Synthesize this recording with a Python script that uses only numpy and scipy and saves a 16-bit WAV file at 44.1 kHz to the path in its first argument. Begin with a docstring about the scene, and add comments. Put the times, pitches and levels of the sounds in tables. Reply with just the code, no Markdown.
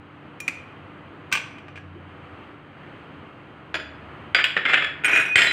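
"""Crockery on a kitchen counter

A small hard kitchen heard by a phone on the counter: a fork taps and drops into a ceramic cup, a glass is
set down, a lidded jar is knocked about, a dish is dragged and squeals, a plate clatters down.
Blows are noise bursts plus fading sine modes; rubbing is a train of slips through the same modes.
Room noise is shaped noise; an appliance hums in wavering sines, and a low tone swells and fades."""
import sys
import numpy as np
from scipy import signal
from scipy.fft import rfft, irfft
from scipy.io import wavfile
from scipy.ndimage import uniform_filter1d, minimum_filter1d

SR = 44100
rng = np.random.default_rng(int(sys.argv[2]) if len(sys.argv) > 2 else 0)


def to_linear_factor(level_db):
    """Convert decibel levels (scalar or array-like) to linear amplitude factors."""
    exponent = np.asarray(level_db, float) / 20
    return 10 ** exponent


def wav_record(signal):
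    """Record a signal, one row per channel, as 16-bit PCM in the file named by sys.argv[1]."""
    frames = np.transpose(np.atleast_2d(signal))
    bounded = np.clip(frames, -1, 1)
    # unit amplitude maps onto the largest positive 16-bit level
    quanta = np.round(bounded * 32767).astype(np.int16)
    wavfile.write(sys.argv[1], SR, quanta)


N = 243431
T = np.arange(N) / SR

# Ceramic cup resonances. Each row: mean frequency in Hz, relative level in dB, undamped t60 in s.
CUP_MODES = [(1660, -2.5, 0.057), (2420, -3.5, 0.37), (2530, -6.5, 0.12), (5600, -19.5, 0.25),
             (6000, -12, 0.22), (7100, -21, 0.23), (8786, -17, 0.074), (9700, -29.5, 0.16),
             (15430, -26, .08)]


def unit(x):
    """Scaled to rms 1."""
    return x / np.sqrt(np.mean(x ** 2))


def on_log(points, hz):
    """Value of (Hz, value) points at hz, interpolated over log frequency."""
    f, v = np.transpose(points)
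    return np.interp(np.log(np.maximum(hz, 1)), np.log(f), v)


def conv(x, h):
    """Convolution cut to the length of x."""
    return signal.fftconvolve(x, h)[:len(x)]


def walk(rate_hz):
    """Random levels held for 1 / rate_hz and slewed twice; rms 1."""
    k = int(SR / rate_hz)
    steps = np.repeat(rng.standard_normal(N // k + 3), k)
    slewed = uniform_filter1d(uniform_filter1d(steps, k), k)
    return unit(slewed[k:N + k])


def room_noise():
    """Soft steady room noise: white noise shaped in the spectrum, its level wavering."""
    # Spectrum. Each row: frequency in Hz, relative density in dB per Hz.
    air_spectrum = [(25, -33), (35, -34), (50, -12.5), (65, -16.5), (85, -1.5), (220, -5.5), (310, -3.5),
                    (450, -9.5), (950, -11.5), (1250, -8.5), (1550, -13), (3150, -20), (3450, -29.5),
                    (4600, -38.5), (5500, -52), (6300, -48), (7600, -52.5), (8500, -47), (9300, -59.5),
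                    (16000, -61)]
    # Mean level. Each row: time in s, level in dB.
    air_level = [(0.0, -48), (0.5, -45.5), (3.8, -43.5), (5.52, -44.5)]
    hz = np.arange(N // 2 + 1) * SR / N
    white = rfft(rng.standard_normal(N))
    air = unit(irfft(white * to_linear_factor(on_log(air_spectrum, hz)), N))
    return air * to_linear_factor(np.interp(T, *np.transpose(air_level)) + 1.4 * walk(5.48))


def appliance_hum():
    """Motor hum: sine lines wavering in level and phase."""
    # Hum lines. Each row: frequency in Hz, mean level in dB rms.
    hum_lines = [(147.5, -55), (294, -55.5), (490, -64)]
    out = np.zeros(N)
    for hz, db in hum_lines:
        level = np.sqrt(2) * to_linear_factor(db + 1.5 * walk(5))
        out += level * np.sin(2 * np.pi * hz * T + .4 * walk(4))
    return out


def low_tone():
    """A sinking, wavering low tone and its octave, in Gaussian swells."""
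    # Swells. Each row: peak time in s, half width in s (to 1 / e), level in dB.
    swells = [(.05, 0.39, -55.5), (.8, 0.35, -57), (2.0, 0.44, -48.5), (3.15, 0.13, -54), (3.95, 0.4, -51),
              (4.5, 0.22, -65), (4.9, 0.18, -56)]
    # Mean pitch. Each row: time in s, frequency in Hz.
    pitch = [(0, 96), (1.5, 95.4), (3.0, 83.9), (5.52, 69.05)]
    hz = np.interp(T, *np.transpose(pitch)) + 1.176 * walk(1.7)
    phase = 2 * np.pi * np.cumsum(hz) / SR
    swell = sum(to_linear_factor(db) * np.exp(-((T - s) / half_s) ** 2) for s, half_s, db in swells)
    swell = swell * to_linear_factor(2 * walk(9))
    return np.sqrt(2) * swell * (np.sin(phase) + to_linear_factor(-10) * np.sin(2 * phase))


def colour(points, tilt_db=0., size=2048):
    """Causal response with the given spectrum, from the folded cepstrum; energy 1."""
    hz = np.arange(size // 2 + 1) * SR / size
    db = on_log(points, hz) + tilt_db * np.log2(np.clip(hz, 200, 16000) / 2200)
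    cep = irfft(db * np.log(10) / 20)
    cep[1:size // 2] *= 2
    cep[size // 2 + 1:] = 0
    h = irfft(np.exp(rfft(cep)))
    return h / np.sqrt(np.sum(h ** 2))


def ring(modes, gain_db, rise_s=0.0038):
    """Sum of fading sines that build up over the contact time."""
    hz, db, t60_s = np.transpose(modes)[:, :, None]
    t = T[:SR // 2]
    sines = to_linear_factor(db + gain_db[:, None] - 60 * t / t60_s) * np.sin(2 * np.pi * hz * t)
    return np.sum(sines, axis=0) * np.sin(np.pi / 2 * np.minimum(t / rise_s, 1)) ** 2


def struck(blows, modes, knock, rise_s, crack_t60_s, body_t60_s, body_db, ring_db, damp_db):
    """Each blow: a short crack, a dull knock dying in the body, and modes woken unevenly by where it lands."""
    detune, scatter_db = 0.0041, 3  # spread between blows: pitch as a fraction, level of each mode
    soft_db, soft_loss = -28, 0.25  # blows under soft_db ring less, by soft_loss dB per dB
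    out, t = np.zeros(N + SR), T[:SR // 2]
    hz, db, _ = np.transpose(modes)
    times = np.transpose(blows)[0]
    for s, level_db, tilt_db, best_hz, best_db in blows:
        crack = to_linear_factor(-60 * t / crack_t60_s)
        body = to_linear_factor(body_db - 60 * t / body_t60_s)
        push = rng.standard_normal(len(t)) * (crack + body)
        thud = conv(push * np.minimum(t / rise_s, 1), colour(knock, tilt_db)) / 2

        favour_db = best_db * np.exp(-(np.log2(hz / best_hz) / .08) ** 2)
        wake_db = tilt_db * np.log2(hz / 2200) + favour_db
        wake_db = wake_db + soft_loss * min(level_db - soft_db, 0)
        wake_db = wake_db + scatter_db * rng.standard_normal(len(modes))
        shift = np.ones((len(modes), 3))
        shift[:, 0] += detune * rng.standard_normal(len(modes))
        tone = ring(modes * shift, wake_db, 2 * rise_s)

        # every later contact takes some of this ringing away
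        later = np.searchsorted(times[times > s], s + t).astype(float)
        tone = tone * to_linear_factor(-damp_db * uniform_filter1d(later, size=128))
        tone = tone / np.sqrt(np.sum(to_linear_factor(db) ** 2))
        i = int(s * SR)
        out[i:i + len(t)] += to_linear_factor(level_db) * (thud + to_linear_factor(ring_db) * tone)
    return out[:N]


def cup():
    """Ceramic cup: blows wake its modes."""
    # Each row: start in s, level in dB, brightness in dB per octave, favoured pitch in Hz, favour in dB.
    cup_blows = [(.402, -22.5, 5.5, 2410, 4), (.4786, -11, 0, 2610, 9), (.4834, -13.5, -3.5, 2410, -1),
                 (.5114, -35, -11.5, 2420, -3)]
    # Knock through body and counter. Each row: frequency in Hz, relative density in dB per Hz.
    cup_knock = [(88, -51), (150, -17), (333, -24), (879, -24.5), (2150, -8), (2460, 3), (2930, -16),
                 (8540, -26.5), (12000, -36), (15600, -39)]
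    return struck(cup_blows, CUP_MODES, cup_knock, rise_s=0.00076, crack_t60_s=0.032, body_t60_s=0.047,
                  body_db=-14.5, ring_db=-18.5, damp_db=1.7)


def counter():
    """Short low booms of the worktop, each a pair of fading sines; three of the four lie under blows."""
    # Each row: start in s, frequency in Hz, level in dB, t60 in s.
    thumps = [(.48, 272, -28, 0.076), (1.327, 70, -35, 0.072), (1.955, 347, -34, 0.13),
              (5.357, 113, -18.5, 0.042)]
    out = np.zeros(N + SR)
    for s, hz, db, t60_s in thumps:
        pair = [(hz, db, t60_s), (1.21 * hz, db - 10.0, t60_s)]
        i = int(s * SR)
        out[i:i + SR // 2] += ring(pair, np.zeros(2), 0.0053)
    return out[:N]


def room(x):
    """Dense reflections from hard walls, each octave fading at its own rate; energy 1."""
    # Each row: frequency in Hz, t60 in s.
    room_t60 = [(300, 0.61), (1000, 0.66), (2500, 0.55), (6000, 0.43), (14000, 0.23)]
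    gap_s, rise_s = 0.0038, 0.0049
    t, tail = T[:int(.7 * SR)], 0
    for hz in 125 * 2. ** np.arange(8):
        edges_hz = [hz / np.sqrt(2), min(hz * np.sqrt(2), 20000)]
        band = signal.butter(2, edges_hz, "band", fs=SR, output="sos")
        noise = signal.sosfilt(band, rng.standard_normal(len(t)))
        tail = tail + noise * to_linear_factor(-60 * t / on_log(room_t60, hz))
    tail = tail * np.clip((t - gap_s) / rise_s, 0, 1)
    return conv(x, tail / np.sqrt(np.sum(tail ** 2)))


def fork():
    """Fork rattling in the cup: blows wake the modes of both."""
    # Each row: start in s, level in dB, brightness in dB per octave, favoured pitch in Hz, favour in dB.
    fork_blows = [(1.3151, -23, 0.5, 1179, 12), (1.3242, -9, 6, 1534, 33), (1.3343, -11, -1.1, 2700, 9),
                  (1.3517, -12, 1.5, 2700, 3), (1.3721, -18, 0.5, 5992, 6), (1.5825, -35.5, -1, 8500, 3),
                  (1.6816, -33.5, -3.5, 6000, -6), (1.7562, -32, -2.5, 8786, 6), (1.766, -37, -1, 6000, 3),
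                  (1.7746, -33.5, -1.5, 1660, 21)]
    # Each row: mean frequency in Hz, relative level in dB, undamped t60 in s.
    fork_modes = [(1179, 6, 0.13), (1534, -13, 0.052), (1790, -7, 0.09), (2401, 9, 0.22), (2740, -1, 0.2),
                  (2834, -3, 0.12), (2990, -15, 0.058), (3030, 2.5, 0.2), (3284, -6, 0.17),
                  (4700, -13, .15), (5992, -12, 0.24), (8500, -8, 0.067), (10430, -25, 0.16),
                  (14600, -22, 0.093), (14900, -25, .1)]
    # Knock. Each row: frequency in Hz, relative density in dB per Hz.
    fork_knock = [(59, -66), (100, -23.5), (881, -12), (1160, -8.5), (1340, -20), (1490, -6.5), (1890, -9),
                  (2480, -0.5), (3630, -18.5), (8630, -31.5), (9390, -49), (15600, -56)]
    return struck(fork_blows, fork_modes + CUP_MODES, fork_knock, rise_s=0.0011, crack_t60_s=0.037,
                  body_t60_s=0.24, body_db=-13.5, ring_db=-10.5, damp_db=5.3)


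def glass():
    """Glass set down: a few close blows wake its modes."""
    # Each row: start in s, level in dB, brightness in dB per octave, favoured pitch in Hz, favour in dB.
    glass_blows = [(3.742, -15, .1, 7031, -1), (3.7514, -17.5, 0.7, 3429, -4), (3.763, -32, -.6, 3095, 1),
                   (3.798, -28.5, -0.6, 1650, -4)]
    # Each row: mean frequency in Hz, relative level in dB, undamped t60 in s.
    glass_modes = [(623, -1, 0.13), (1390, -12, 0.12), (1650, 4, .12), (2480, 0.5, 0.078),
                   (3095, -10, 0.068), (3429, 1.5, 0.12), (4753, -5.5, 0.15), (4960, -17, 0.24),
                   (7031, -14.5, 0.29), (9200, -17.5, 0.076), (10250, -35, 0.15), (11700, -34, 0.073),
                   (12900, -34, .1), (14500, -34, .08)]
    # Knock. Each row: frequency in Hz, relative density in dB per Hz.
    glass_knock = [(180, -43), (300, -8.5), (1040, -11.5), (1160, -13), (1420, 0), (2940, -7.5),
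                   (3470, -13), (5690, -30), (7170, -33), (15600, -84)]
    return struck(glass_blows, glass_modes, glass_knock, rise_s=0.00064, crack_t60_s=0.045, body_t60_s=0.2,
                  body_db=-11, ring_db=-7.5, damp_db=3.1)


def rubbed(strokes, modes, knock, slips_per_s, spread_db, patchy_db, split_hz, low_db, high_db):
    """Dense uneven slips, bunched in patches, knock the body and keep low and high modes singing unequally."""
    chance = rng.random((2, N))
    size = to_linear_factor(-spread_db * np.log(1 - .97 * chance[1]))
    slips = unit((chance[0] < slips_per_s / SR) * size * to_linear_factor(patchy_db * walk(120)))
    press = np.zeros(N)
    for s, length_s, start_db, end_db in strokes:
        db = start_db + (end_db - start_db) * np.clip((T - s) / length_s, 0, 1)
        press += to_linear_factor(db) * ((T >= s) & (T < s + length_s))
    drive = slips * press

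    low = np.transpose(modes)[0] < split_hz
    scale = np.sqrt(np.sum(ring(np.array(modes)[low], np.zeros(low.sum())) ** 2))
    singing = ring(modes, np.where(low, low_db, high_db)) / scale
    return conv(drive, colour(knock)) + conv(drive, singing)


def jar():
    """Lidded jar knocked about: blows and short rattles through the same modes."""
    # Each row: start in s, level in dB, brightness in dB per octave, favoured pitch in Hz, favour in dB.
    jar_blows = [(4.3468, 2, 1.3, 4768, 32), (4.3873, -14, -1.5, 1740, 18.5), (4.4407, -2, 4, 2600, 4),
                 (4.4478, -18, 9, 3360, 5), (4.566, -7.5, -2.5, 1810, 12.5), (4.5744, -9, -2, 1810, 3),
                 (4.6524, -8.5, -2, 3120, 14), (4.66, -10.5, -2, 2124, 19), (4.7003, -17.5, -1.5, 7440, 4),
                 (4.7337, -1, -0.3, 2374, 12), (4.741, -2.5, -0.5, 2556, 17), (4.758, -21, -3, 2374, -3),
                 (4.8225, -10.5, -1.5, 1430, -2), (4.8443, -15.5, 3.5, 10200, 5)]
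    # Each row: start in s, length in s, level at the start in dB, level at the end in dB.
    jar_rattle = [(4.356, 0.066, -21, -26), (4.655, 0.079, -25.5, -20.5), (4.745, 0.1, -22, -43),
                  (4.822, 0.074, -26.5, -42.5)]
    # Each row: mean frequency in Hz, relative level in dB, undamped t60 in s.
    jar_modes = [(1430, -5.5, 0.13), (1740, -2.5, .2), (1769, 0, 0.24), (1810, 6, 0.086),
                 (2124, 2.5, 0.095), (2374, -1, 0.095), (2600, 3.5, 0.083), (2880, -1, 0.045),
                 (3120, -2, 0.066), (3360, 2.5, 0.18), (4768, -26, 0.16), (7040, -23, 0.11),
                 (7440, -26.5, 0.087), (10200, -32, 0.12), (12900, -37, .1)]
    # Knock through body and counter. Each row: frequency in Hz, relative density in dB per Hz.
    jar_knock = [(100, -31), (500, -13), (980, -16), (1430, -1), (2530, -2), (3500, -10), (4200, -25),
                 (5200, -27), (5900, -45.5), (7400, -31.5), (8800, -49.5), (10300, -52.5), (12000, -62),
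                 (15600, -54.5)]
    blows = struck(jar_blows, jar_modes, jar_knock, rise_s=0.00061, crack_t60_s=0.027, body_t60_s=0.2,
                   body_db=-14.5, ring_db=-16, damp_db=7.1)
    return blows + rubbed(jar_rattle, jar_modes, jar_knock, slips_per_s=2500, spread_db=1.8, patchy_db=3.3,
                          split_hz=4000, low_db=-4.5, high_db=-10)


def squeal():
    """Slips locked onto one dish mode, given as a clean faded sine."""
    # One row: start in s, length in s, frequency in Hz, level in dB rms.
    squeal_tone = (5.285, .07, 2480, -23)
    start_s, length_s, hz, db = squeal_tone
    rise_s, fall_s = .025, .006
    fade = np.clip(np.minimum((T - start_s) / rise_s, (start_s + length_s - T) / fall_s), 0, 1)
    return np.sqrt(2) * fade * to_linear_factor(db) * np.sin(2 * np.pi * hz * T)


def dish():
    """Dish dragged over the counter: blows, slips through the same modes, and a squeal."""
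    # Each row: start in s, level in dB, brightness in dB per octave, favoured pitch in Hz, favour in dB.
    dish_blows = [(5.0357, -17.5, -1.2, 2470, -7), (5.044, -5.5, 1.6, 6800, 7.5),
                  (5.0528, -8, 1.7, 8490, 8.5), (5.0789, -9.5, -1.3, 6800, 9),
                  (5.0935, -10.5, -1.4, 2470, -2), (5.1148, -13.5, -1, 5840, 21),
                  (5.1304, -10, -1.7, 2470, 12.5), (5.1497, -11, -1.3, 8490, 8),
                  (5.158, -5.5, 0.4, 2470, 6.5), (5.1704, -7.5, 0.23, 2470, 2.5),
                  (5.1977, -21.5, 1.4, 8490, 21)]
    # Each row: start in s, length in s, level at the start in dB, level at the end in dB.
    dish_drag = [(5.05, .16, -25.5, -18.5), (5.21, 0.11, -23.5, -35.5)]
    # Each row: mean frequency in Hz, relative level in dB, undamped t60 in s.
    dish_modes = [(1713, -16, 0.046), (1890, -10, 0.12), (2170, -2.5, 0.086), (2470, 3, 0.14),
                  (3120, -10.5, 0.094), (3860, -24, 0.09), (3930, -27, 0.18), (5040, -28, 0.066),
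                  (5400, -28, 0.1), (5580, -36, 0.12), (5840, -27.5, 0.33), (6800, -20, 0.07),
                  (7740, -33, 0.059), (8490, -22, 0.085), (9500, -39, .08), (10260, -26, 0.064),
                  (10400, -28, 0.05), (10500, -31, .06), (12700, -32.5, .07), (12750, -39, .07),
                  (14300, -31, .07), (14900, -28, .07), (15300, -35, .07)]
    # Knock through body and counter. Each row: frequency in Hz, relative density in dB per Hz.
    dish_knock = [(35, -62), (60, -56), (377, -14), (1130, -18.5), (1490, -1.5), (2210, -5.5), (2430, 0.5),
                  (4240, -32), (6010, -47), (6440, -45), (6910, -34), (7410, -37.5), (15600, -56)]
    blows = struck(dish_blows, dish_modes, dish_knock, rise_s=0.0017, crack_t60_s=0.051, body_t60_s=0.15,
                   body_db=-21.5, ring_db=-8.5, damp_db=2.5)
    drag = rubbed(dish_drag, dish_modes, dish_knock, slips_per_s=1500, spread_db=2.4, patchy_db=2.7,
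                  split_hz=3600, low_db=-21, high_db=-1)
    return blows + squeal() + drag


def plate():
    """Plate clattering down: blows and short drags through the same modes."""
    # Each row: start in s, level in dB, brightness in dB per octave, favoured pitch in Hz, favour in dB.
    plate_blows = [(5.3564, 2, -0.8, 8490, 9), (5.3777, -7.5, -1.5, 3120, 12.5),
                   (5.3883, -3, -1.4, 2480, -9), (5.4072, -6.5, -2, 7630, 20), (5.418, -3.5, 0, 5060, 15.5),
                   (5.445, -25, -9, 1890, 1), (5.47, -6.5, -1.9, 3930, 23), (5.5104, -11.5, -0.5, 2080, 1)]
    # Each row: start in s, length in s, level at the start in dB, level at the end in dB.
    plate_drag = [(5.362, .115, -12.5, -22.5), (5.477, 0.047, -32, -30)]
    # Each row: mean frequency in Hz, relative level in dB, undamped t60 in s.
    plate_modes = [(1430, -2.5, 0.08), (1890, 1, 0.071), (1920, -14, 0.073), (2080, -13, 0.052),
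                   (2480, 7, 0.066), (3080, -8, .1), (3120, 0, 0.11), (3460, -8.5, 0.14), (3930, -23, 0.34),
                   (4960, -26, .1), (5060, -18, 0.08), (6800, -27, 0.11), (7440, -26, 0.099),
                   (7630, -21.5, 0.102), (8490, -22, 0.13), (10250, -23.5, 0.094), (12300, -34, .1),
                   (12900, -45, .08), (14300, -34, 0.11)]
    # Knock. Each row: frequency in Hz, relative density in dB per Hz.
    plate_knock = [(35, -62), (60, -38), (292, -26.5), (328, -28), (377, -20.5), (424, -21), (1130, -23),
                   (1920, -2.5), (3210, -13), (6150, -38), (7580, -23.5), (9140, -48), (15600, -50)]
    blows = struck(plate_blows, plate_modes, plate_knock, rise_s=0.00094, crack_t60_s=0.028,
                   body_t60_s=0.039, body_db=-10.5, ring_db=-10.5, damp_db=4.4)
    return blows + rubbed(plate_drag, plate_modes, plate_knock, slips_per_s=3000, spread_db=2.6,
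                          patchy_db=2.1, split_hz=3600, low_db=-3.5, high_db=-1.5)


def scene():
    """Every vessel sounds in the same room over the background."""
    near = cup() + fork()
    far = glass() + jar() + dish() + plate()
    wet = room(to_linear_factor(-12) * near + to_linear_factor(-8.5) * far)
    # band limits of the microphone path
    top = signal.ellip(8, .2, 50, 15600, fs=SR, output="sos")
    bottom = signal.butter(2, 60, "high", fs=SR, output="sos")
    hits = signal.sosfilt(top, near + far + wet) + counter()
    background = room_noise() + appliance_hum() + low_tone()
    return (signal.sosfilt(bottom, hits) + background)[None]


def roll_off(x):
    """The treble ends steeply here."""
    return signal.sosfilt(signal.butter(12, 16820, fs=SR, output="sos"), x)


def record(dry):
    """A look-ahead limiter turns down just before loud peaks and lets go slowly; tanh rounds the peaks."""
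    ahead, top, release_s = int(0.015 * SR), to_linear_factor(-7.5), .05
    need = np.minimum(1, top / (np.abs(dry[0]) + 1e-9)) ** 0.17  # soft ratio
    hold = minimum_filter1d(need, size=ahead, origin=-(ahead // 2))
    fall = np.exp(-1 / (release_s * SR))
    released = signal.lfilter([1 - fall], [1, -fall], hold - 1) + 1
    gain = uniform_filter1d(np.minimum(hold, released), size=256)
    mix = np.tanh(dry * gain * 0.76) / 0.79
    return roll_off(mix)


dry = scene()
out = record(dry)
wav_record(out)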